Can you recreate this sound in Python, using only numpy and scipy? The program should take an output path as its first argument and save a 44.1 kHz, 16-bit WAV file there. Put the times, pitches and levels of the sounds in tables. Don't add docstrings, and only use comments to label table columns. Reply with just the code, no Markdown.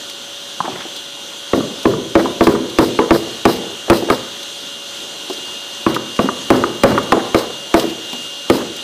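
import sys
import numpy as np
from scipy import signal
from scipy.fft import rfft, irfft, next_fast_len
from scipy.io import wavfile
from scipy.ndimage import uniform_filter1d, map_coordinates

SR = 44100
rng = np.random.default_rng(int(sys.argv[2]) if len(sys.argv) > 2 else 0)


def log_audio(samples):
    frames = np.atleast_2d(samples).T
    limited = np.clip(frames, -1, 1)
    pcm = np.round(limited * 32767).astype(np.int16)
    wavfile.write(sys.argv[1], SR, pcm)


def linear_from_db(decibels):
    return 10 ** (np.asarray(decibels, float) / 20)


N = 389403


def unit(x):
    return x / np.sqrt(np.mean(x ** 2) + 1e-20)


def along(points, hz):
    f, v = np.transpose(points)
    return np.interp(np.log(hz + 1), np.log(f + 1), v)


def wobble(rate, size=N):
    return map_coordinates(rng.standard_normal(int(size * rate / SR) + 4), [np.arange(size) * rate / SR])


def filtered(x, response):
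    m = next_fast_len(x.shape[-1] + 8192)
    return irfft(rfft(x, m) * response(np.fft.rfftfreq(m, 1 / SR)), m)[..., :x.shape[-1]]


def coloured(x, spectrum):
    return unit(filtered(x, lambda hz: linear_from_db(along(spectrum, hz))))


def resonance(hz, width):
    return lambda f: 1j * f * width / (hz * hz - f * f + 1j * f * width)


def ring(t, hz, db, t60, rise):
    hz, db, t60 = (np.reshape(v, (-1, 1)) for v in (hz, db, t60))
    modes = linear_from_db(db - 60 * t / t60) * np.sin(2 * np.pi * hz * t)
    return np.sum(modes, axis=0) * (1 - np.exp(-t / rise))


def add(track, s, sound):
    track[round(s * SR):][:len(sound)] += sound


# (time [s], slap level [dB], board pitch [Hz],
# lasting boom re slap [dB], steel crack level [dB])
NEAR_BLOWS = [
    (1.533, -3.5, 1110, -9, -38),
    (1.854, -2, 1020, -3, -33),
    (2.153, 4, 1000, -13.5, -16),
    (2.469, 3.5, 1000, -9.5, -9.5),
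    (5.864, -1.5, 1007, -10.5, -24),
    (6.19, -1.5, 1132, -16, -27),
    (6.503, 6.5, 813, -18.5, -3.5),
    (6.835, 9, 809, -24, 1),
]
BESIDE_BLOWS = [
    (2.408, -1.5, 922, -6.5, -27),
    (2.786, 5, 932, -13, -1.5),
    (3.107, 5, 934, -8.5, -15),
    (3.453, 7.5, 795, -15.5, -5),
    (3.899, 8, 882, -14.5, 1),
    (4.1, -3, 1230, -10, -7.5),
]
LAID_DOWN = [
    (2.989, -9, 876, -1.5, -19),
    (7.121, -3, 798, -11, -8),
]
PILE_BLOWS = [
    (7.345, 2.5, 1200, -9.5, -9),
    (7.741, 7.5, 970, -14.5, -1),
    (8.499, 5, 1226, -14.5, -2.5),
]


def blows():
    # thud, belly near 400 Hz and board knock [dB re slap]; folders land after [s],
    # damping on landing [dB], room share [dB]; then the level of loose corners thrown up [dB]
    kinds = [(NEAR_BLOWS, (-15.5, -5.5, -11.5, 0.6, -7.5, -2.5), -36.5),
             (BESIDE_BLOWS, (-12, -3.5, -9, 0.062, -11.5, -8), -30),
             (LAID_DOWN, (-28, 1, 0, 2.5, -3, -5), -57),
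             (PILE_BLOWS, (-21, -2, -10.5, -0.2, -2.5, -11), -30.5)]
    return sorted((row, place, rattle_db) for rows, place, rattle_db in kinds for row in rows)


# (frequency [Hz], level [dB], t60 [s])
TABLE_AND_STACK_MODES = [(107, -52, 0.36), (126.7, -4.5, 0.76), (156, -7, 0.49), (216.7, -7, 0.37), (258, 6.5, 0.12),
                         (334, 9.5, 0.13), (403.3, 9, 0.093), (434, 0.5, 0.11), (466.7, 1.5, 0.36), (527, 1.5, 0.36),
                         (649.6, 1, 0.47), (776, 8, 0.11), (797.5, -4.5, 0.28), (813, -7, 0.39), (1000, 16, 0.2),
               (1084, 16.5, 0.18), (1200, -25, 0.17), (1200, -1, 0.24), (1579, -17, 0.044),
               (2000, -36, 0.079)]
# (frequency [Hz], density [dB per Hz])
CHATTER_SPECTRUM = [(150, -40), (350, 13.5), (700, 5), (1300, 3), (2200, -10), (4000, -51)]
CHATTER_DB, CHATTER_PER_SLAP, CHATTER_PER_CRACK = -17, 0.26, 0.26
BOARD_YIELDS = 0.1
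BEND_S = 0.0015
RETURN_DB = -6.5


def hammers():
    out, t = np.zeros(N + 2 * SR), np.arange(SR // 3) / SR
    hz, level, t60 = np.transpose(TABLE_AND_STACK_MODES)
    for (s, db, board_hz, boom_db, crack_db), place, _ in blows():
        thud_db, belly_db, board_db, lands, damp_db, room_db = place
        chatter_db = CHATTER_DB + CHATTER_PER_SLAP * db + CHATTER_PER_CRACK * crack_db
        board_db = board_db - BOARD_YIELDS * db
        landed = linear_from_db(damp_db / (1 + np.exp((lands - t) / 0.0015)))
        colour = along([(120, thud_db), (280, -2.5), (400, belly_db), (560, -7.5), (1000, board_db - 10.5)], hz)
        level_here = level + colour

        spot = rng.normal(0, 1, (3, len(hz)))
        boom_level = level_here + 3 * spot[0] + boom_db + 1.0 - 9 * (hz > 600) - 4 * (hz > 440)
        boom = ring(t, hz * (1 + 0.012 * spot[1]), boom_level, t60, rise=0.0019)
        slap = ring(t, hz * 1.048, level_here + 4 * spot[2], 0.18 * t60, rise=0.0011)
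        knock_hz = board_hz * np.array([.72, 1, 1.28, 1.65, 2.2])
        knock_db = board_db + np.array([1.5, 8, 4.0, 5, 0])
        knock = ring(t, knock_hz, knock_db, [0.024, 0.04, 0.029, 0.016, 0.017], rise=0.00037)

        grains = rng.standard_normal(len(t)) * linear_from_db(3.5 * wobble(70, size=len(t)))
        chatter = coloured(grains, CHATTER_SPECTRUM) * linear_from_db(chatter_db + 5 - 60 * t / 0.46)
        chatter *= 1 - np.exp(-t / 0.0005)
        blow = linear_from_db(db - 0.5) * (boom * landed + slap + knock) + chatter * landed
        blow = filtered(blow, lambda f: np.exp(-4j * np.pi * BEND_S * np.sqrt(1000 * f)))
        add(out, s - .0005, blow)
        wet = room(blow)
        add(out, s, linear_from_db(room_db + RETURN_DB) * wet * np.linalg.norm(blow) / np.linalg.norm(wet))
    return out[:N]


# (frequency [Hz], width [Hz], level [dB])
CORNER_RESONANCES = [(2220, 1400, -2), (4000, 310, 14), (5070, 750, 8.5), (8200, 930, 1), (10000, 920, 0.5),
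                     (12400, 1000, 0.5), (14200, 1300, 0.5)]
RATTLE_GROWS = 0.31
RATTLE_AFTER_S, LONGER_S = 0.051, 0.0022


def steel():
    out, effort, t = np.zeros(N + 2 * SR), np.zeros(N + SR), np.arange(SR // 4) / SR
    for (s, db, *_, crack_db), _, rattle_db in blows():
        grit = uniform_filter1d(rng.standard_normal(len(t)), size=7) * linear_from_db(-60 * t / 0.027 + 20.5)
        grit *= 1 - np.exp(-t / 0.0014)
        clink = ring(t, [2500, 3900, 5600], [-4, 0, -10], [.025, .015, .01], rise=0.00032)
        crack = linear_from_db(crack_db - 10) * (clink + grit)
        add(out, s, crack)
        add(out, s, room(crack))

        flight = t / (RATTLE_AFTER_S + LONGER_S * db)
        landing = flight ** 2.45 * np.exp(3.6 * (1 - flight))
        add(effort, s, linear_from_db(rattle_db + RATTLE_GROWS * db) * landing)
    grains = rng.standard_normal(N) * linear_from_db(1.5 * wobble(300))

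    def metal(f):
        return sum((-1) ** k * linear_from_db(db) * resonance(hz, width)(f)
                   for k, (hz, width, db) in enumerate(CORNER_RESONANCES))

    return out[:N] + effort[:N] * unit(filtered(grains, metal))


# (time [s], peak level [dB], board pitch [Hz])
HEAD_REBOUNDS = [
    (1.936, -6.5, 1190),
    (2.257, 2, 1010),
    (2.551, -2, 1210),
    (3.03, -11, 1274),
    (5.964, 4.5, 1240),
    (6.288, 6, 1200),
    (6.638, 11.5, 1233),
    (6.978, 12, 1200),
    (6.985, 1.5, 1145),
]
REBOUND_TABLE_HZ, REBOUND_TABLE_DB = 382, -12
# (time [s], peak level [dB], board pitch [Hz], table pitch [Hz], table re peak [dB])
FOLDER_LANDINGS = [(1.577, -6.5, 660, 268, 5.5), (1.605, -7.5, 1180, 233, 3), (2.828, -1, 897, 334, 5.5),
                   (2.89, -18, 590, 358, 9), (3.151, -2, 614, 444, -1), (3.497, -3, 670, 472, -3),
                   (3.635, -17, 666, 468, -1), (4.023, -8, 690, 350, 4), (6.243, -17, 830, 258, 13),
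                   (7.169, -2.5, 700, 342, 1.5), (7.779, 0, 644, 345, -9), (7.841, -5, 590, 328, 3),
                   (8.552, -9, 940, 290, 8)]
# (time [s], peak level [dB], board pitch [Hz], table pitch [Hz], table re peak [dB])
HANDLING_KNOCKS = [(0.604, 6, 1030, 173, -20), (0.644, -17, 910, 340, 3.5), (0.679, -3.5, 770, 247, -10),
                   (0.692, -17, 623, 378, 1), (0.721, -19, 1150, 346, -2), (0.727, -34.5, 704, 130, 12),
                   (0.852, -17.5, 760, 338, -1.5), (5.299, -12.5, 675, 370, 2), (5.302, -16, 1050, 360, -3),
                   (7.09, -15, 650, 333, 1), (8.131, -13.5, 820, 249, -1.5), (4.103, 10.5, 1237, 424, -18)]
TAP_T60_S, TAP_SHORTENS, TAP_PITCH_LAW = 0.018, 0.077, 0.69


def taps():
    out, t = np.zeros(N + 2 * SR), np.arange(SR // 5) / SR
    rebounds = [(*row, REBOUND_TABLE_HZ, REBOUND_TABLE_DB) for row in HEAD_REBOUNDS]
    for s, db, note_hz, table_hz, table_db in rebounds + FOLDER_LANDINGS + HANDLING_KNOCKS:
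        note_t60 = TAP_T60_S * linear_from_db(-TAP_SHORTENS * db) * (1000 / note_hz) ** TAP_PITCH_LAW
        note = ring(t, note_hz * np.array([.84, 1, 1.14, 1.5]), [-1, 4.5, -3.0, -12], note_t60, rise=0.0041)
        wood_db = table_db + np.array([-9, -1.5, -9])
        wood = ring(t, table_hz * np.array([.8, 1, 1.22]), wood_db, 3.2 * note_t60, rise=0.0029)
        add(out, s, linear_from_db(db) * (note + wood))
        add(out, s, linear_from_db(db + 2) * room(note + wood))
    return out[:N]


# (time [s], peak level [dB], pitch [Hz])
CORNER_CLICKS = [
    (2.437, -13, 3930),
    (2.4965, -37, 3960),
    (5.9434, -11, 3080),
    (5.955, -18, 3700),
    (6.982, -18, 3370),
    (7.3861, -14, 4700),
    (7.7955, -7, 3600),
    (8.129, -16, 3200),
]
TICK_FIRST_S, TICK_EVERY_S = 0.0957, 0.86665
TICK_DB, TICK_HZ = -20, 3670


def clicks():
    out, t = np.zeros(N + SR), np.arange(SR // 20) / SR
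    ticks = [(s, TICK_DB, TICK_HZ) for s in np.arange(TICK_FIRST_S, N / SR, TICK_EVERY_S)]
    for s, db, hz in CORNER_CLICKS + ticks:
        spit = rng.standard_normal(len(t)) * linear_from_db(-60 * t / 0.046) * (1 - np.exp(-t / 0.0013))
        tone = filtered(spit, lambda f: resonance(hz, .45 * hz)(f) + linear_from_db(-32) * resonance(12500, 5000)(f))
        add(out, s, linear_from_db(db - 0.5) * tone / np.abs(tone).max())
    return out[:N]


# (time [s], fall t60 [s], level [dB], centre [Hz])
SLIDES = [
    (.62, 0.43, -23, 900),
    (0.659, 0.56, -27, 2800),
    (0.7, 1, -36.5, 600),
    (.75, 0.63, -30, 1500),
    (5.29, 0.46, -30, 4000),
    (7.7, 0.43, -21, 700),
]
# (time [s], level [dB], centre [Hz])
FOLDER_SCUFFS = [
    (1.836, -22, 597),
    (3.88, -11.5, 493),
    (4.085, -12, 700),
    (8.13, -22, 604),
]
SLIDE_RISE_S, SCUFF_RISE_S, SCUFF_T60_S = 0.027, 0.0045, 0.11


def rustle():
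    out, t = np.zeros(N + SR), np.arange(SR // 2) / SR
    strokes = [(SLIDE_RISE_S, *row) for row in SLIDES]
    strokes += [(SCUFF_RISE_S, s, SCUFF_T60_S, db, hz) for s, db, hz in FOLDER_SCUFFS]
    for rise, s, t60, db, hz in strokes:
        grains = rng.standard_normal(len(t)) * linear_from_db(5 * wobble(120, size=len(t)))
        scrape = filtered(grains, lambda f: resonance(hz, hz)(f) ** 2)
        add(out, s, unit(scrape) * linear_from_db(db - 60 * t / t60) * (1 - np.exp(-t / rise)))
    return out[:N]


# (time [s], tooth tone level [dB])
MACHINE_LOAD = [(0, -44), (.7, -44.5), (1.5, -41.5), (2.5, -43.5), (3.5, -38), (4.7, -42), (5.3, -36.5),
                (6.2, -35), (7.4, -37.5), (8, -33), (8.83, -39)]
# (frequency [Hz], peak level [dB])
MACHINE_TONES = [(565.2, -42), (1405, -49.5), (1486, -49), (3009, -55), (3182, -38), (3241, -62),
                 (3302, -47), (3332, -44), (3359, -54), (3451, -41), (3537, -52), (3688, -71), (4156, -48),
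                 (5658, -49.5), (6013, -47), (6191, -52), (6277, -47)]
# (frequency [Hz], density [dB per Hz])
AIR_SPECTRUM = [(30, -78), (60, -13), (150, -10), (330, -4.5), (560, -9), (900, -10.5), (1450, -11.5),
                (2300, -15.5), (2900, -5.5), (3600, -2.5), (5300, -14), (6200, -10.5), (7400, -15),
                (15000, -30)]
# (frequency [Hz], density [dB per Hz])
TURN_SPECTRUM = [(2300, -101), (2900, 24.5), (3400, 12.5), (4200, 3), (4900, -38), (5500, -25), (6200, -5),
                 (7500, -18), (9000, -61)]
SHAFT_HZ, TOOTH_HZ = 29.482, 2830.3
HISS_DB, HISS_GROWS = -35, 0.06


def machine():
    s, tooth_db = np.transpose(MACHINE_LOAD)
    hiss_db = HISS_DB + HISS_GROWS * (tooth_db - tooth_db.mean())
    clock = np.arange(N) / SR
    spun = clock + np.cumsum(0.000449 * wobble(1.5)) / SR
    tooth_level = linear_from_db(np.interp(clock, s, tooth_db) + 3.5 + 1.9 * wobble(8))
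    tones = tooth_level * np.sin(2 * np.pi * TOOTH_HZ * spun)
    for hz, db in MACHINE_TONES:
        if hz > 2500:
            hz = round(hz / SHAFT_HZ) * SHAFT_HZ
        tones += linear_from_db(db + 0.34 * wobble(16)) * np.sin(2 * np.pi * (hz * spun + rng.random()))

    place = spun * SHAFT_HZ % 1
    pattern = map_coordinates(rng.standard_normal(1500), [place * 1500], mode="grid-wrap")

    z = signal.stft(rng.standard_normal(N), nperseg=512)[2]
    field = uniform_filter1d(rng.standard_normal(z.shape), size=5, axis=0)
    field = uniform_filter1d(field, size=12, axis=1)
    air = signal.istft(z * linear_from_db(1.27 * unit(field)), nperseg=512)[1][:N]
    level = linear_from_db(np.interp(clock, s, hiss_db) + 0.86 * wobble(9))
    noise = linear_from_db(4) * coloured(air, AIR_SPECTRUM) + linear_from_db(-9.5) * coloured(pattern, TURN_SPECTRUM)
    return tones + level * noise


# (frequency [Hz], t60 [s])
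ROOM_T60 = [(80, 0.79), (300, 0.66), (1500, 1), (4000, 0.88), (10000, 0.33)]
# (frequency [Hz], level [dB])
WALL_RETURN = [(100, -8.5), (330, -9.5), (700, -13.5), (1300, -21), (2500, -11), (6000, -43)]


def room(sound):
    hz, t, z = signal.stft(rng.standard_normal(SR // 2), SR, nperseg=256)
    tail = signal.istft(z * linear_from_db(-60 * t / along(ROOM_T60, hz)[:, None]), SR, nperseg=256)[1]
    tail = filtered(tail / np.linalg.norm(tail), lambda f: linear_from_db(along(WALL_RETURN, f)))
    return signal.fftconvolve(np.pad(sound, (500, 0)), tail)


def scene():
    return (hammers() + steel() + taps() + clicks() + rustle() + machine())[None]


def roll_off(x):
    return signal.sosfilt(signal.butter(12, 16340, fs=SR, output="sos"), x)


LOW_HZ, TOP_HZ = 102.6, 15030
OUTPUT_TOP_HZ = 16100


def record(dry):
    heard = filtered(dry, lambda hz: (1j * hz / (LOW_HZ + 1j * hz)) ** 2 * (hz < TOP_HZ))
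    leak = 1 / (.06 * SR)
    loud = signal.lfilter([leak], [1, leak - 1], heard ** 2)
    heard = heard / (1 + np.abs(loud) / 0.81) ** 0.29
    top, hard = .7, 9
    clipped = heard / (1 + np.abs(heard / top) ** hard) ** (1 / hard)
    mix = filtered(clipped, lambda hz: 1 / (1 + (hz / OUTPUT_TOP_HZ) ** 40))
    return roll_off(mix)


dry = scene()
out = record(dry)
log_audio(out)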